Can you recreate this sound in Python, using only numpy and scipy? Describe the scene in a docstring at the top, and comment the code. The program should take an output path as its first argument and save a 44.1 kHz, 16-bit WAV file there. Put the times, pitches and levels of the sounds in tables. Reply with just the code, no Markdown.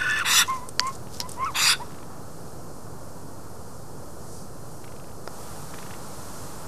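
"""A nest in a pine forest, where a black stork steps about over a steady rumble and a light breeze.
A bird on the nest squeals hoarsely, hisses twice and peeps softly in between: the syrinx is a
self-sustained oscillator, and turbulent air excites the resonances of the throat. Twigs snap and the
nest takes dull knocks, both as damped vibrations after an impulse; the lining rustles, feathers swish
and a bill smacks faintly. Near the end the breeze and a thin high hiss come up and stay up."""
import sys
import numpy as np
from scipy import signal
from scipy.fft import rfft, irfft, next_fast_len
from scipy.io import wavfile
from scipy.ndimage import uniform_filter1d, map_coordinates

SR = 44100
rng = np.random.default_rng(int(sys.argv[2]) if len(sys.argv) > 2 else 0)


def transcribe(signal):
    """Save signal, clipped to [-1, 1], as a 16-bit WAV file at the path in sys.argv[1]."""
    frames = np.atleast_2d(signal).T
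    limited = np.clip(frames, -1, 1)
    pcm = np.round(limited * 32767).astype(np.int16)
    wavfile.write(sys.argv[1], SR, pcm)


N = 294147

RISE_S, RISE_LENGTH_S = 5.226, .18  # the breeze and the high hiss come up


def amp(db):
    """Decibels to amplitude ratio."""
    return 10 ** (np.asarray(db) / 20)


def unit(x):
    """Scale to rms 1."""
    return x / np.sqrt(np.mean(x ** 2) + 1e-20)


def along(points, hz):
    """Interpolate (Hz, value) points on a logarithmic frequency axis."""
    f, v = np.transpose(points)
    return np.interp(np.log(hz + 1), np.log(f + 1), v)


def clock():
    """The time of each sample in seconds."""
    return np.arange(N) / SR


def ramp(start, length):
    """A linear rise from 0 to 1."""
    return np.clip((clock() - start) / max(length, 1e-4), 0, 1)


def bump(centre, width):
    """A Gaussian swell of height 1; the width is its standard deviation."""
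    return np.exp(-.5 * ((clock() - centre) / width) ** 2)


def gate(start, end, edge_s=.0012):
    """A window with sloping edges."""
    return np.clip(np.minimum(clock() - start, end - clock()) / edge_s + .5, 0, 1)


def wobble(rate):
    """A smooth random curve with rate knots a second."""
    return map_coordinates(rng.standard_normal(int(N * rate / SR) + 4), [np.arange(N) * rate / SR])


def filtered(x, response):
    """Zero-phase filtering: multiply the spectrum by a response of frequency."""
    size = next_fast_len(N + 8192)
    return irfft(rfft(x, size) * response(np.fft.rfftfreq(size, 1 / SR)), size)[..., :N]


def noise(response):
    """Filtered white noise of rms 1."""
    return unit(filtered(rng.standard_normal(N), response))


def spectrum_noise(points):
    """Noise of rms 1 whose spectrum follows (Hz, dB) points."""
    return noise(lambda hz: amp(along(points, hz)))


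def resonances(modes, hz, cut_hz=860):
    """Gain of (Hz, half width in Hz, dB) peaks added in power; a small source radiates no bass."""
    power = sum(amp(db) ** 2 / (1 + .5 * ((hz - centre) / width) ** 2) ** 4
                for centre, width, db in modes)
    return np.sqrt(power / (1 + (cut_hz / (hz + 1)) ** 16))


def rumble(level_db=-42.5):
    """Distant rumble: nearly stationary noise with its power at low frequencies."""
    # Each row: frequency in Hz, relative spectral level in dB.
    spectrum = [(20, -15), (35, -9.5), (55, -6.5), (100, 0), (150, -0.5), (230, -6.5), (400, -8), (470, -6),
                (650, -12), (900, -16), (1500, -50)]
    return amp(level_db + .2 * wobble(4.75)) * spectrum_noise(spectrum)


def breeze(calm_db=-48.5, gust_db=3, rise_db=4.5, strong_db=-43):
    """Turbulence in the pines brightens with strength: needle noise grows faster than the low body."""
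    # Each row of both: frequency in Hz, relative spectral level in dB.
    body_spectrum = [(200, -1.5), (500, -3), (1000, 0), (1380, -2), (1550, -9.5), (1800, -13.5),
                     (2000, -21), (3200, -27.5), (5000, -33)]
    needle_spectrum = [(900, -30), (1700, 3), (2600, 1), (4000, 2), (6000, -21), (12000, -42)]
    body_db = calm_db + gust_db * bump(1.63, .41) + rise_db * ramp(RISE_S, RISE_LENGTH_S)
    needle_db = -55 + 3.4 * np.minimum(body_db - strong_db, 0)
    body = amp(body_db + .53 * wobble(9)) * spectrum_noise(body_spectrum)
    return body + amp(needle_db) * spectrum_noise(needle_spectrum)


def high_hiss(calm_db=-53, rise_db=5.5):
    """The thin hiss of the forest: broadband noise with its power in the treble."""
    # Each row: frequency in Hz, relative spectral level in dB.
    spectrum = [(1500, -24), (2500, -11.5), (3900, -9.5), (4150, -2), (5500, 0.5), (8500, 1), (10000, -1),
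                (13000, -5), (14300, -9.5), (15000, -47)]
    level_db = calm_db + rise_db * ramp(RISE_S, RISE_LENGTH_S) + .6 * wobble(4)
    return amp(level_db) * spectrum_noise(spectrum)


def trunk_echo(x, t60=.53, wet_db=-26):
    """Scattering from the nest rim and the trees adds a weak, exponentially decaying tail."""
    t = np.arange(SR // 2) / SR
    tail = rng.standard_normal(len(t)) * amp(-60 * t / t60)
    return x + amp(wet_db) * signal.fftconvolve(x, tail / np.linalg.norm(tail))[:N]


def feather_swishes():
    """Sliding friction of feathers gives smooth swells of bright noise as the stork steps."""
    # Each row: centre in seconds, level in dB, width in seconds.
    swishes = [(2.75, -58, .1), (3.72, -57, .12), (4.355, -49, .07), (6.4, -53, .13)]
    # Each row: frequency in Hz, relative spectral level in dB.
    spectrum = [(2500, -28), (3800, -14), (4700, -2), (9000, -1), (11000, -7), (15000, -25)]
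    return sum(amp(db) * bump(s, width) for s, db, width in swishes) * spectrum_noise(spectrum)


def lining_rustle():
    """Dry moss and grass crackle at each shift of weight: noise under fast random modulation."""
    # Each row: centre in seconds, level in dB, width in seconds.
    shifts = [(0.502, -46, 0.069), (.9, -49, .06), (1.162, -44, 0.032), (1.314, -49.5, 0.036),
              (1.65, -53, 0.18)]
    bands = [(5650, 2300, 4.5), (8900, 2500, -1), (12500, 1700, -8)]
    clumps = amp(3 * wobble(70) + 4 * wobble(900))
    grains = clumps * noise(lambda hz: resonances(bands, hz))
    return sum(amp(db) * bump(s, width) for s, db, width in shifts) * unit(grains)


def cracks(events, damping, splinter):
    """An impulse and a dying spray of splinters drive a stick, a heavily damped oscillator."""
    out, t = np.zeros(N + SR), np.arange(SR // 16) / SR
    for start, db, hz, life in events:
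        force = splinter * rng.standard_normal(len(t)) * amp(-40 * t / life)
        force[0] += 1
        stick = np.sqrt(t) * np.exp(-damping * hz * t) * np.sin(2 * np.pi * hz * t)
        crack = signal.fftconvolve(force, stick)[:len(t)]
        out[round(start * SR):][:len(t)] += amp(db) * crack / np.abs(crack).max()
    return out[:N]


def twig_snaps():
    """Brittle fracture rings the twigs briefly at high frequencies."""
    # Each row: start in seconds, peak in dB, frequency in Hz, 40 dB decay of the splinters in seconds.
    snaps = [(.0998, -19, 5670, 0.0051), (.11, -21, 7000, 0.0057), (.189, -21.5, 8400, 0.011),
             (.477, -25.5, 6500, .0056), (.6884, -24.5, 8300, .018), (.7955, -4.5, 4800, 0.0031),
             (.8044, -13.5, 5770, .0021), (.8685, -24.5, 7460, 0.051), (.953, -29, 7500, .021),
             (1.2015, -19.5, 11100, 0.0083), (1.2022, -11, 5250, 0.0093), (1.21, -20.5, 4960, .03),
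             (1.292, -25.5, 8650, .018), (1.3175, -22.5, 8800, 0.015), (1.4465, -26.5, 5470, 0.0075),
             (5.276, -25.5, 5250, 0.0033)]
    return cracks(snaps, damping=1, splinter=.38)


def nest_knocks():
    """Impacts on the nest sound dull: low resonances, strong damping, little splintering."""
    # Each row: start in seconds, peak in dB, frequency in Hz, 40 dB decay of the splinters in seconds.
    knocks = [(.7956, -8, 1600, 0.0048), (.7975, -31, 1100, .012), (5.2754, -27, 600, .005),
              (5.2759, -23, 1260, .002), (5.278, -28, 1090, .008)]
    return cracks(knocks, damping=1.7, splinter=.091)


def bill_smacks(gap_s=.0394, fade_db_per_s=31, start_hz=1050, rise_hz=3000, fuzz=.33, gain_db=-8):
    """Wet smacks of a bill in fading bouts: upward chirps, broadened by phase noise."""
    # Each row: start in seconds, length in seconds, relative level of the first smack in dB.
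    bouts = [(1.072, .02, -38), (1.908, .14, -35.5), (4.84, .3, -35.5), (5.744, .22, -27)]
    beats = [(s + lag, db - fade_db_per_s * lag)
             for s, span, db in bouts for lag in np.arange(0, span, gap_s)]
    flicks = [(s, db, 3) for s, db in beats]
    flicks += [(s + .01, db - 8.5, 6.5) for s, db in beats]  # a weaker, erratic flick follows each
    out = np.zeros(N + SR)
    for s, db, scatter_db in flicks:
        stretch, sweep = np.exp(rng.uniform(-.5, .5, 2))
        level = amp(gain_db + db + scatter_db * rng.uniform(-1, 1))
        s += rng.uniform(-.006, .006)
        count = int(.009 * stretch * SR)
        progress = np.linspace(0, 1, count)
        pitch = start_hz + rise_hz * sweep * progress ** 2
        phase = np.cumsum(2 * np.pi * pitch / SR + fuzz * rng.standard_normal(count))
        out[round(s * SR) - count // 4:][:count] += level * np.sin(np.pi * progress) * np.sin(phase)
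    return out[:N]


def syrinx(pitch, overtones_db, jitter, jitter_rate):
    """Self-sustained oscillation at rms 1: an unsteady fundamental with weak harmonics."""
    phase = 2 * np.pi * np.cumsum(pitch * (1 + jitter * wobble(jitter_rate))) / SR
    overtones = sum(amp(db) * np.sin(k * phase) for k, db in enumerate(overtones_db, 2))
    return unit(np.sin(phase) + overtones)


def peeps(air_db=-18, fade_db=19.5, arch=1.5, bend=1.55):
    """Soft, airy whines: one peak of effort modulates both the amplitude and the frequency."""
    # Each row: start, peak and end in seconds, pitch in Hz and level in dB at the peak,
    # rise before it in Hz, fall after it in Hz (negative rises on), swell up to it in dB.
    calls = [(0.48, .5, 0.6, 1052, -23.5, 30.35, 73, 9), (0.605, 0.629, 0.7, 1017, -40.5, 40.1, -54, 5),
             (0.8, 0.885, 0.923, 1067, -28.5, 85, -22, 4), (1.198, 1.263, 1.274, 1035, -38, 120.2, 25, 6),
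             (1.369, 1.44, 1.472, 1090, -24, 180, -100, 19.5),
             (1.451, 1.467, 1.525, 1325, -26, 148.7, 560, 18), (1.799, 1.824, 1.847, 988, -36, 149, 130, 3)]
    formants = [(1120, 400, .5), (2170, 450, -3.5), (2780, 300, -10), (5000, 2500, -22)]
    air = noise(lambda hz: resonances(formants, hz))
    flutter = amp(1.1 * wobble(170))
    out = np.zeros(N)
    for start, peak, end, hz, db, rise_hz, fall_hz, swell_db in calls:
        before, after = 1 - ramp(start, peak - start), ramp(peak, end - peak)
        pitch = hz - rise_hz * before ** bend - fall_hz * after ** bend
        level = amp(db - swell_db * before ** arch - fade_db * after ** arch)
        voice = syrinx(pitch * (1 + .009 * wobble(55)), [-18, -34], jitter=.016, jitter_rate=600)
        out += gate(start, end) * level * (voice + amp(air_db) * air)
    return flutter * out


def hiss_envelopes(start, release, throat_db, friction_db, swell_db):
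    """Airflow sets the level: it builds and is cut off, and the bright friction peaks just before."""
    attack_s, lead_s, push_db_per_s, cut_db_per_s = .018, .037, 32.5, 680
    since_release, peak = clock() - release, release - lead_s
    air = ramp(start, attack_s) * amp(-cut_db_per_s * np.maximum(since_release, 0))
    push_db = push_db_per_s * np.minimum(since_release, 0)
    arch_db = -swell_db * (1 - ramp(start, peak - start)) ** 2.26 - 7 * ramp(peak, lead_s) ** 2
    return air * amp(throat_db + push_db), air ** 1.54 * amp(friction_db + arch_db)


def throat_hisses(split_hz=4200, swell_s=.056, swell_db=11, drift_share=.022, gain_db=-.7):
    """Source and filter: turbulent air excites formants that swell in turn as the bill moves."""
    # Each row: start and release in seconds, then relative throat level at the release,
    # relative peak of the friction and its swell, all in dB.
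    breaths = [(.24, 0.422, -19, -19, 22), (1.541, 1.732, -20.5, -20.5, 18.5)]
    # One list a hiss. Each row: centre and half width in Hz, gain in dB, strongest moment in seconds.
    formants = [
        [(1096, 280, -3.5, 0.33), (1416, 87, -1, 0.35), (1894, 230, -0.5, 0.33), (2670, 236, 0.5, 0.33),
         (3490, 88, 2.5, 0.35), (3750, 220, -3, 0.34), (4730, 530, -12.5, 0.34), (5370, 180, -9, 0.37),
         (5890, 200, -2.5, 0.39), (7030, 350, -8, 0.36), (7900, 140, -1.5, 0.45), (8970, 630, -7.5, 0.47),
         (10200, 170, -9.5, 0.37), (11500, 230, -17, 0.3), (11880, 440, -8.5, 0.47), (13550, 480, -15.5, 0.43)],
        [(1085, 230, 0, 1.6), (1460, 74, 1, 1.72), (2020, 640, -3.5, 1.636), (2625, 220, 1.5, 1.634),
         (3480, 120, -0.5, 1.74), (3700, 320, -1.5, 1.608), (4770, 340, -1, 1.673), (5880, 250, -5, 1.644),
         (7050, 480, -4.5, 1.62), (8270, 730, -11, 1.67), (9930, 1150, -6, 1.78), (11540, 350, -11, 1.59),
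         (13100, 620, -20, 1.67)],
    ]
    out = np.zeros(N)
    for (start, release, *levels), modes in zip(breaths, formants):
        hz, t, source = signal.stft(rng.standard_normal(N), SR, nperseg=512)
        active = (t > start - .05) & (t < release + .1)
        hz, t = hz[:, None], t[active]
        moving_modes = []
        for centre, width, db, strongest in modes:
            drift = unit(uniform_filter1d(rng.standard_normal(len(active)), size=7))[active]
            swell = swell_db * np.exp(-.5 * ((t - strongest) / swell_s) ** 2)
            moving_modes.append((centre * (1 + drift_share * drift), width, db + swell))
        shape = resonances(moving_modes, hz)
        dark = 1 / (1 + (hz / split_hz) ** 16)  # the throat's share of the power; the rest is friction
        flutter = unit(amp(.57 * wobble(300)))
        for share, envelope in zip((dark, 1 - dark), hiss_envelopes(start, release, *levels)):
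            gain = np.zeros(source.shape)
            gain[:, active] = shape * np.sqrt(share / np.mean(shape ** 2 * share, axis=0))
            out += flutter * envelope * signal.istft(source * gain, nperseg=512)[1][:N]
    return amp(gain_db) * out


def squeal(upper_hz=1745, lower_hz=1493, flips_per_s=46, drop_hz=480):
    """A bistable voice: the syrinx flips between two pitches over rasping air, then slides down."""
    # Each row: time in seconds, relative level of the voice in dB.
    contour = [(0.0, -29.5), (0.016, -24.5), (0.036, -29), (0.046, -26), (0.11, -22), (0.205, -29.5)]
    # Each row: centre of a throat resonance in Hz, half width in Hz, gain in dB.
    formants = [(1140, 120, 2.5), (1470, 140, 4), (1870, 410, -3.5), (2615, 150, 5), (2870, 100, -3),
                (3520, 230, -5.5), (4470, 360, -14), (5440, 340, -11), (6150, 440, -13), (8270, 430, -13.5),
                (10500, 2500, -25.5)]
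    settle_s, collapse_s, slide_s = .094, .203, .035
    t = clock()
    level = amp(np.interp(t, *np.transpose(contour)) - 1.1)
    lean = np.where(t < settle_s, -.48, 1.9)  # first towards the lower pitch, then the upper
    lean += 1.5 * np.cos(2 * np.pi * flips_per_s * (t - settle_s))
    flip = np.pi / 4 * (1 + np.tanh(lean + .89 * wobble(131)))  # 0 = lower, a quarter turn = upper
    upper = syrinx(upper_hz * (1 + .01 * wobble(40)), [-13, -30], jitter=.011, jitter_rate=500)
    lower = syrinx(lower_hz, [-24], jitter=.02, jitter_rate=600)
    air = unit(noise(lambda hz: resonances(formants, hz)) * amp(2.4 * wobble(141)))
    leak = amp(2.8 * np.cos(flip) - 1.5)  # more air escapes on the lower pitch
    rasp = amp(-34 + 36 * np.minimum(t, collapse_s))  # grows as the voice tires
    shake = amp(1.8 * wobble(250))
    held = level * shake * (np.sin(flip) * upper + np.cos(flip) * lower) + rasp * leak * air
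    slide = ramp(collapse_s, slide_s)
    fall_hz = lower_hz - drop_hz * slide ** 1.63
    fall = shake * syrinx(fall_hz, [-17, -22], jitter=.045, jitter_rate=710) + amp(-5) * air
    fall_level = amp(-25 - 14 * (2 * slide - .85) ** 2)
    return gate(0, collapse_s) * held + gate(collapse_s, collapse_s + slide_s) * fall_level * fall


def scene():
    """Superposition at one point: both channels carry the same sum of bird, nest and forest."""
    bird = squeal() + throat_hisses() + peeps() + bill_smacks()
    nest = twig_snaps() + nest_knocks() + lining_rustle() + feather_swishes()
    return np.tile(trunk_echo(bird + nest) + rumble() + breeze() + high_hiss(), (2, 1))


def record(dry, top_hz=15200, offset=.0171):
    """Linear filtering colours each channel slightly and limits the band; a constant offset is added."""
    # Each row: frequency in Hz, level of the left channel over the right in dB.
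    balance = [(40, -3.5), (130, -1.96), (290, 0), (600, 0.3), (800, 1.8), (950, -0.5), (1300, 1),
               (2000, -0.5), (3000, 0.7), (3800, 1.5), (5700, 0), (7500, 0), (8300, -3.5), (11500, -4)]
    coloured = filtered(dry, lambda hz: amp(np.outer([.5, -.5], along(balance, hz))))
    return filtered(coloured, lambda hz: hz < top_hz) + offset


dry = scene()
out = record(dry)
transcribe(out)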